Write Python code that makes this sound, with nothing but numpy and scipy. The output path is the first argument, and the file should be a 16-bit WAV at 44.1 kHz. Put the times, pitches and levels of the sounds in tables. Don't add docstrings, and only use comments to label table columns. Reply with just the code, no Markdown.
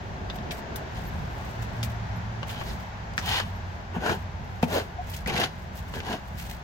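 import sys
import numpy as np
from scipy import signal
from scipy.fft import rfft, irfft
from scipy.io import wavfile

SR = 44100
rng = np.random.default_rng(int(sys.argv[2]) if len(sys.argv) > 2 else 0)


def master(y):
    cut = np.clip(np.atleast_2d(y).T, -1, 1)
    pcm = np.round(cut * 32767)
    wavfile.write(sys.argv[1], SR, pcm.astype(np.int16))


N = 292455
TIME = np.arange(N) / SR

# (start [s], rise [s], hold [s], swell [dB], chip crunch [dB], grit [dB], judder [dB],
# hollow pitch [Hz], hollow hum [dB], tine rasp [Hz], rasp lift [dB], spread of chip sizes [dB])
STROKES = [ (0.945, 0.016, 0.019, 10, -47, -52, -48, 700, -53, 3000, 0, 5),
           (2.521, 0.048, 0.041, 3, -43.5, -57, -59, 760, -49, 3020, 6, 4.5),
           (2.64, 0.046, 0.021, 14, -42.5, -54, -46, 625, -45, 2800, -8, 2),
           (3.21, 0.094, 0.09, 20.5, -27.8, -33, -45, 816, -37.5, 3150, 5.5, 2),
           (3.923, 0.033, 0.01, 19, -55, -36, -38, 866, -45, 3000, 1, 2.5),
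           (4.0, 0.078, 0.044, 14, -35, -29, -28.5, 400, -42, 1470, 8, 3.5),
           (4.67, 0.079, 0.039, 21, -33.5, -29.5, -31.5, 520, -30, 2680, -1, 4),
           (5.262, 0.019, 0.022, 15, -33.5, -34, -32, 750, -41, 2380, 9, 1.5),
           (5.319, 0.085, 0.034, 8.5, -28.5, -32, -32.5, 710, -36.5, 2080, 1.5, 4),
           (5.929, 0.032, 0.021, 12, -40.5, -45, -41.5, 577, -51, 1630, 8, 5),
           (6.023, 0.08, 0.039, 14, -38, -35, -34.5, 745, -36.5, 2600, 1, 4.5), ]
# (frequency [Hz], level [dB])
CRUNCH_EQ = [(900, -24.5), (1600, 1.5), (2300, -1), (3000, 2), (3800, 0), (5200, -4.5), (6700, -17.5),
             (7800, -18.5), (10000, -16), (16000, -23)]
GRIT_EQ = [(350, -19.5), (600, -3), (800, -2), (1000, -0.5), (1270, -14), (1600, -3), (2000, -16.5),
           (3000, -9.5), (6000, -69)]
JUDDER_EQ = [(60, -21), (120, 3.5), (200, 7.5), (300, 0), (450, 6), (580, -6.5), (900, -61), (2000, -32.5)]
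# (frequency [Hz], width [Hz], lift [dB])
FAN_MODES = [(394, 25, -0.5), (755, 57, 7.5), (1120, 57, 8), (1430, 250, 5.5), (1970, 140, 4.5),
             (2830, 63, 5), (3250, 220, 1.5), (4190, 210, 2), (6600, 770, 10.5)]
# (time [s], level [dB], body [dB], brightness [dB], ring [Hz], ring lift [dB],
# ring width [share of its pitch], t60 [s], first crack against the splinters [dB])
SNAPS = [ (0.2993, -18.5, -5, -50, 3650, 17, .22, 0.011, 0), (.36, -39, -20, 10, 6000, 0, .2, .01, 0),
         (.386, -31.5, 3, -42, 3500, 11, .2, .015, 1), (.5085, -25.5, -19, -23, 2620, 6, .3, 0.026, 0),
         (.5145, -28, -13, -8, 2300, 10, .2, .012, -2), (0.7586, -16, -2, 7, 3500, 4.5, .6, 0.0082, -1),
         (1.6226, -35, -6, -13, 5000, -1, .2, .024, -1.5), (1.8294, -17, -16, -15, 3100, 0, 0.24, 0.012, 1),
         (1.835, -24, -16, -2, 4200, 3, .3, .012, 0), (2.43, -18, 16, -24, 2920, 18.5, .2, 0.012, 1),
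         (2.4906, -33, -1, -25, 2970, 9, .2, 0.12, 1), (2.612, -22.5, 12, -32, 2320, 10, 0.18, .02, 3),
         (3.136, -35, -12, -14, 4500, 7, .3, 0.0086, 0), (3.1787, -10, -11, -25, 1600, 14, .4, 0.0085, 1.5),
         (3.185, -27, 1, -22, 5600, 8, .3, .07, -4), (3.214, -23, 0, -24, 1700, 8, .3, .006, -2),
         (3.323, -21, -8, -24, 4000, 7, .3, .01, 2), (3.387, -22, -6, -20, 3100, 5, .3, .006, 4),
         (3.4, -14, 5, -24, 1600, 11, .3, 0.012, 2), (4.061, -16, 11, -15, 1430, 6, .3, 0.022, -2),
         (4.095, -17, 7, -24, 1550, 10, .4, .018, 5), (4.126, -24, 2, -22, 1450, 10, .25, .014, -1),
         (4.444, -50, -12, 8, 4000, 0, .2, .015, -1.5), (4.627, -19.5, 5, -9.5, 2560, 13.5, 0.34, 0.033, 1),
         (4.638, -28.5, 5, -10, 2700, 8, .25, 0.038, 2), (5.096, -34.5, -12, 8, 4000, 2, .2, .035, -1.5),
         (5.136, -32, -22, -19, 3140, 13, .2, .029, -1.5),
         (5.163, -32, -16, -3, 6700, 4, 0.19, 0.033, -1.5),
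         (5.26, -21.5, 0, -24, 2180, 14, .2, 0.015, -1.5), (5.274, -17.5, -7, -6, 2530, 8, .2, 0.01, 0),
         (5.297, -15, -2, -24, 2300, 15, .3, .008, -3), (5.363, -15, -2, -22, 2200, 16, .3, 0.009, 0),
         (5.398, -16.5, 15, 2, 746, 11, 0.22, 0.028, -3),
         (5.4374, -11.5, 1, -25, 3370, 9, 0.27, 0.013, 2.5), (5.755, -35, -20, 12, 6000, 0, .2, .01, 0),
         (5.77, -33, -20, 12, 6000, 0, .2, .008, 0), (5.938, -24.5, 5, -39, 2890, 8, 0.22, 0.011, 5),
         (5.988, -34, -12, 0, 4000, 0, .2, .008, 0), (6.0026, -24, -8, -34, 2400, 8, .5, .011, 1),
         (6.128, -23.5, -14, -47, 3080, 9, .25, 0.015, 1), (6.282, -41, -20, 8, 6000, 0, .2, .008, 0),
         (6.607, -34, 9, -40, 2860, 8, .2, 0.0085, 2), ]
# (time [s], level [dB], muffling [dB/octave])
KNOCKS = [(3.183, -30, 4), (3.9643, -18, 2.5), (3.981, -28.5, 4), (4.076, -26, 0), (4.63, -6.5, 0),
          (4.782, -26, 0), (5.262, -26.5, 6.5), (5.281, -26.5, 4), (5.343, -20, 2), (5.385, -22, 3),
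          (5.399, -21, 0), (5.964, -24, 2)]
# (frequency [Hz], level [dB], t60 [s])
HEAD_MODES = [(166, -5, 0.054), (245.5, -8, 0.062), (481, -6, 0.027), (727, -4.5, 0.025), (910, -11, 0.039)]
# (thickest moment [s], rise [s], fall [s], level [dB])
SHOWERS = [ (.358, 0.068, 0.035, -48), (0.518, 0.0088, .06, -40.5), (.58, 0.057, 0.035, -46),
           (.77, 0.0074, 0.071, -48), (1.001, 0.14, 0.39, -51), (1.49, 0.38, .3, -52.5),
           (1.624, 0.019, 0.044, -44.5), (1.769, 0.16, 0.19, -56.5), (1.841, 0.012, 0.09, -40),
           (2.497, 0.04, 0.075, -41), (2.69, 0.22, 0.19, -45.5), (3.182, 0.024, 0.055, -39.5),
           (3.261, 0.038, 0.2, -36), (3.76, 0.25, 0.13, -65), (4.12, 0.11, .13, -46.5),
           (4.54, 0.17, 0.2, -59.5), (4.755, 0.14, 0.11, -36.5), (5.14, 0.13, 0.067, -40.5),
           (5.172, 0.025, 0.085, -46), (5.62, 0.26, 0.14, -57.5), (5.765, 0.044, 0.077, -44.5),
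           (5.96, 0.16, 0.083, -46.5), (6.11, .1, 0.14, -49), (6.281, 0.062, 0.042, -51),
           (6.39, 0.069, 0.17, -41.5), (6.509, 0.084, 0.085, -41.5), ]
# (frequency [Hz], level [dB])
CHAFF_EQ = [(800, -10), (2000, 10.5), (3200, 7.5), (6300, 3), (8500, 1.5), (10000, -4.5), (12500, 1.5),
            (16000, 1.5)]
# (frequency [Hz], level [dB])
RUMBLE_EQ = [(12, -10), (28, -25), (44, -0.5), (62, 4), (90, 1.5), (140, -3), (180, -2), (225, -9.5),
             (280, -20), (600, -55.5)]
DRONE_EQ = [(130, -26.5), (220, 4), (300, -4.5), (380, 1.5), (500, -7), (700, 1), (1500, -69.5)]
TYRE_EQ = [(250, -24.5), (500, -5.5), (690, -1), (850, 2), (1250, -6.5), (1550, -3), (2300, -11),
           (3200, -15.5), (4200, -19), (6700, -24.5), (8000, -35.5), (9600, -55), (12000, -40),
           (16000, -46)]
# (frequency [Hz], left-right likeness [-1 to 1])
TRAFFIC_LIKENESS = [(60, 1), (130, 0.84), (290, 0.78), (640, 0.27), (1400, -0.31), (3100, 0.16),
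                    (15000, -0.27)]
# (time [s], pitch [Hz], level [dB])
ENGINE_NOTE = [(0, 120, -67), (1.35, 117.5, -47), (1.6, 114, -36), (2.3, 109.5, -37), (2.62, 108, -49.5),
               (3.4, 95.6, -37), (3.72, 90, -42), (4.701, 88, -43.5), (6.63, 88, -51)]
# (time [s], pitch [Hz], level [dB])
SQUEAKS = [(1.08, 12350, -47.5), (2.17, 12220, -58), (3.565, 12400, -63)]
# (frequency [Hz], left minus right [dB])
PORT_BALANCE = [(60, -0.5), (99, -1), (160, -1), (270, -1), (450, -1), (740, 3.5), (1220, 1), (2010, 2),
                (3330, 2), (5500, -1.5), (9080, 1.5), (15000, 2)]


def strokes():
    lift_db_per_s, flick_db = 384, 15
    settle_db, settle_db_per_s, settle_s = -15.5, 132, .25
    sag_hz_per_s, hollow_wander = 930, .038
    out, catching, shifting = np.zeros((2, N)), drift(top_hz=100), drift(top_hz=60)
    for (s, rise_s, hold_s, swell_db, crunch_db, grit_db, judder_db,
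         hollow_hz, hum_db, rasp_hz, rasp_db, spread_db) in STROKES:
        t = np.arange(round((rise_s + hold_s + settle_s) * SR)) / SR
        to_go = np.maximum(1 - t / rise_s, 0) ** 1.3
        lifted_s = np.maximum(t - rise_s - hold_s, 0)
        catch_db = .35 * np.interp(s + t, TIME, catching)
        pull = amp(catch_db - swell_db * to_go) * signal.windows.tukey(len(t), .03)
        grip = pull * amp(-lift_db_per_s * lifted_s)
        settling = pull * amp(settle_db - settle_db_per_s * lifted_s)
        chips = grains(len(t), per_s=4000, spread_db=spread_db, grain_s=.0003)
        crunch = np.maximum(grip, settling) * amp(crunch_db) * chips
        chip_eq = ringing(CRUNCH_EQ, FAN_MODES + [(rasp_hz, .3 * rasp_hz, rasp_db)])
        add(out, s, crackle(crunch, chip_eq, wet_db=-1, t60=.028))
        flicks = (rng.random(len(t)) < 45 / SR) * rng.uniform(.5, 1, len(t))
        clicks = equalise(flicks * grip * amp(crunch_db + flick_db), chip_eq)
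        add(out, s, coop(clicks, wet_db=-4, t60=.03))
        grit = grip * amp(grit_db) * grains(len(t), per_s=3000, spread_db=.5, grain_s=.00027)
        add(out, s, crackle(grit, ringing(GRIT_EQ, FAN_MODES), wet_db=-.5, t60=.012))
        add(out, s, crackle(grip * amp(judder_db), ringing(JUDDER_EQ, FAN_MODES), wet_db=-26, t60=.035))
        hum_hz = hollow_hz - sag_hz_per_s * (t - lifted_s - rise_s - hold_s / 2)
        hum_hz *= 1 + hollow_wander * np.interp(s + t, TIME, shifting)
        hum = resonate(rng.standard_normal(len(t)), hum_hz, width_hz=117)
        hum = unit_rms(resonate(hum, hum_hz, width_hz=190))
        add(out, s, coop(grip * amp(hum_db) * hum, wet_db=-2, t60=.036))
    return out


def snaps():
    rise_s, overtone_ratio = .00068, 1.4
    out, t = np.zeros((2, N)), np.arange(SR // 8) / SR
    for s, db, body_db, bright_db, hz, ring_db, width, t60, crack_db in SNAPS:
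        tilt = [(150, body_db - 6.5), (800, body_db + 6), (1500, body_db / 2 + 6), (2900, 0),
                (6600, bright_db / 4), (8500, bright_db / 2 - 5.5), (12000, bright_db),
                (16000, bright_db - 3.5)]
        eq = ringing(tilt, [(hz, hz * width, ring_db), (hz * overtone_ratio, hz * width, .31 * ring_db)])
        splinters = amp(db - 60 * t / t60) * (1 - np.exp(-t / rise_s))
        add(out, s, crackle(splinters, eq, wet_db=4, t60=.05))
        crack = equalise(signal.unit_impulse(len(t)), eq)
        add(out, s + .0007, coop(amp(db + crack_db) * crack / abs(crack).max(), wet_db=-8, t60=.03))
    return out


def knocks():
    out, t = np.zeros((2, N)), np.arange(SR // 6) / SR
    for s, db, muffling in KNOCKS:
        ring = np.zeros(len(t))
        for k, (hz, mode_db, t60) in enumerate(HEAD_MODES):
            octaves = np.log2(hz / HEAD_MODES[0][0])
            decay = amp(mode_db - muffling * octaves - 60 * t / t60)
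            ring += (-1) ** k * decay * np.sin(2 * np.pi * hz * t)
        ring *= 1 - np.exp(-t / .0015)
        add(out, s, coop(amp(db) * ring / abs(ring).max(), wet_db=-9, t60=.36))
    return out


def showers():
    out, clumps_db = np.zeros((2, N)), -drift(top_hz=84)
    for s, rise_s, fall_s, db in SHOWERS:
        t = np.arange(-round(rise_s * SR), round(2 * fall_s * SR)) / SR
        thinning_db = 20.5 * np.maximum(-t / rise_s, t / fall_s)
        patter = grains(len(t), per_s=1100, spread_db=4.4, grain_s=.0003)
        patter *= amp(db - thinning_db + np.interp(s + t, TIME, clumps_db))
        add(out, s - rise_s, crackle(patter, CHAFF_EQ, wet_db=3, t60=.04))
    return out


def traffic():
    likeness = read(TRAFFIC_LIKENESS, np.fft.rfftfreq(N, 1 / SR))

    def bed(eq, waver_db, steady_db, near_db, near_s, pass_s):
        mid, side = rfft(rng.standard_normal((2, N))) * np.sqrt([1 + likeness, 1 - likeness])
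        noise = unit_rms(equalise(irfft([mid + side, mid - side], N), eq))
        vehicle_power = amp(near_db) ** 2 / (1 + ((TIME - near_s) / pass_s) ** 2)
        return noise * amp(waver_db * drift(top_hz=9.1)) * np.sqrt(amp(steady_db) ** 2 + vehicle_power)

    rumble = bed(RUMBLE_EQ, waver_db=1.73, steady_db=-39, near_db=-38, near_s=1.82, pass_s=.9)
    drone = bed(DRONE_EQ, waver_db=1.4, steady_db=-52, near_db=-42.5, near_s=.52, pass_s=.62)
    tyres = bed(TYRE_EQ, waver_db=.3, steady_db=-45.5, near_db=-41.5, near_s=1.54, pass_s=1.65)
    return rumble + drone + tyres


def engine():
    s, hz, db = np.transpose(ENGINE_NOTE)
    firing_hz = np.interp(TIME, s, hz) * (1 + .024 * drift(top_hz=14))
    phase = 2 * np.pi * np.cumsum(firing_hz) / SR
    tone = np.sin(phase) + amp(-20.5) * np.sin(2 * phase)
    fading_db = 3.4 * drift(top_hz=18)
    return unit_rms(tone) * amp(np.interp(TIME, s, db) + fading_db)


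def bird():
    start_s, hz, db, glide_hz_per_s = 4.984, 717, -32, 300
    attack_s, fade_from_s, fade_db_per_s = .0071, .021, 850
    out, t = np.zeros((2, N)), np.arange(SR // 12) / SR
    envelope = np.minimum(t / attack_s, 1) * amp(db - fade_db_per_s * np.maximum(t - fade_from_s, 0))
    tone = unit_rms(np.sin(2 * np.pi * np.cumsum(hz + glide_hz_per_s * t) / SR))
    add(out, start_s, coop(envelope * tone, wet_db=-21, t60=.15))
    return out


def squeaks():
    out, t = np.zeros((2, N)), np.arange(SR // 25) / SR
    for s, hz, db in SQUEAKS:
        pip = amp(db) * np.sin(2 * np.pi * hz * t) * np.hanning(len(t))
        add(out, s - t[-1] / 2, np.array([pip, pip]))
    return out


def grains(length, per_s, spread_db, grain_s):
    power = amp(2 * spread_db * np.minimum(rng.exponential(1, length), 4))
    breaks = rng.random(length) < per_s / SR
    return unit_rms(np.sqrt(signal.lfilter([1], [1, -np.exp(-1 / (grain_s * SR))], power * breaks)))


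def crackle(envelope, eq, wet_db, t60, lead_s=.00017, bounce=.44):
    envelope = np.pad(envelope, (0, SR // 8))
    direct = envelope * rng.standard_normal(len(envelope))
    decay = amp(-120 / (t60 * SR))
    tail_power = signal.lfilter([1 - decay], [1, -decay], envelope ** 2)
    tail = np.sqrt(tail_power) * rng.standard_normal((2, len(envelope)))
    pair = np.array([direct, np.roll(direct, round(lead_s * SR))]) + amp(wet_db) * tail
    pair = np.array([port + bounce * np.roll(port, rng.integers(SR // 800, SR // 250)) for port in pair])
    eq_power = np.mean(amp(2 * read(eq, np.fft.rfftfreq(4096, 1 / SR))))
    return equalise(pair, eq) / np.sqrt(eq_power * (1 + amp(2 * wet_db)) * (1 + bounce ** 2))


def coop(x, wet_db, t60, lead_s=.00023):
    t = np.arange(SR // 4) / SR
    taps = rng.standard_normal((2, len(t))) * (rng.random((2, len(t))) < .1) * amp(-60 * t / t60)
    taps *= amp(wet_db) / np.linalg.norm(taps, axis=1, keepdims=True)
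    taps[0, 0] += 1
    taps[1, round(lead_s * SR)] += 1
    return signal.fftconvolve(x[None], taps, axes=1) / np.sqrt(1 + amp(2 * wet_db))


def ringing(eq, modes):
    f = np.geomspace(40, SR / 2, num=400)
    lift = sum(db / (1 + (2 * (f - hz) / width) ** 2) for hz, width, db in modes)
    return np.transpose([f, read(eq, f) + lift])


def resonate(x, hz, width_hz):
    carrier = np.exp(2j * np.pi * np.cumsum(hz) / SR)
    pole = np.exp(-np.pi * width_hz / SR)
    return 2 * (carrier * signal.lfilter([1 - pole], [1, -pole], x / carrier)).real


def equalise(x, eq, size=4096):
    gain_db = np.maximum(read(eq, abs(np.fft.fftfreq(size, 1 / SR))), -100)
    response = np.exp(np.conj(signal.hilbert(np.log(amp(gain_db)))))
    taps = np.fft.ifft(response).real
    return np.apply_along_axis(lambda v: signal.oaconvolve(v, taps)[:len(v)], -1, x)


def drift(top_hz):
    t = np.linspace(0, N / SR, num=2000)
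    rates = np.geomspace(top_hz / 10, top_hz, num=20)
    waves = sum(np.sin(2 * np.pi * (hz * t + rng.random())) / np.sqrt(hz) for hz in rates)
    return np.interp(TIME, t, unit_rms(waves))


def read(curve, hz):
    f, value = np.transpose(curve)
    return np.interp(np.log(hz + 1), np.log(f + 1), value)


def amp(db):
    return 10 ** (np.asarray(db) / 20)


def unit_rms(x):
    return x / np.sqrt(np.mean(x ** 2) + 1e-20)


def add(mix, s, sound):
    part = mix[:, max(round(s * SR), 0):][:, :sound.shape[1]]
    part += sound[:, :part.shape[1]]


def scene():
    rake = (strokes() + snaps() + knocks()) * amp([[.3], [-.3]])
    return rake + showers() + traffic() + engine() + bird() + squeaks()


def record(dry):
    lean_db = read(PORT_BALANCE, np.fft.rfftfreq(N, 1 / SR)) / 2
    coloured = irfft(rfft(dry) * amp([lean_db, -lean_db]), N)
    low_pass = signal.firwin(511, cutoff=15950, window=("kaiser", 9), fs=SR)
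    return signal.oaconvolve(coloured, low_pass[None], "same")


dry = scene()
out = record(dry)
master(out)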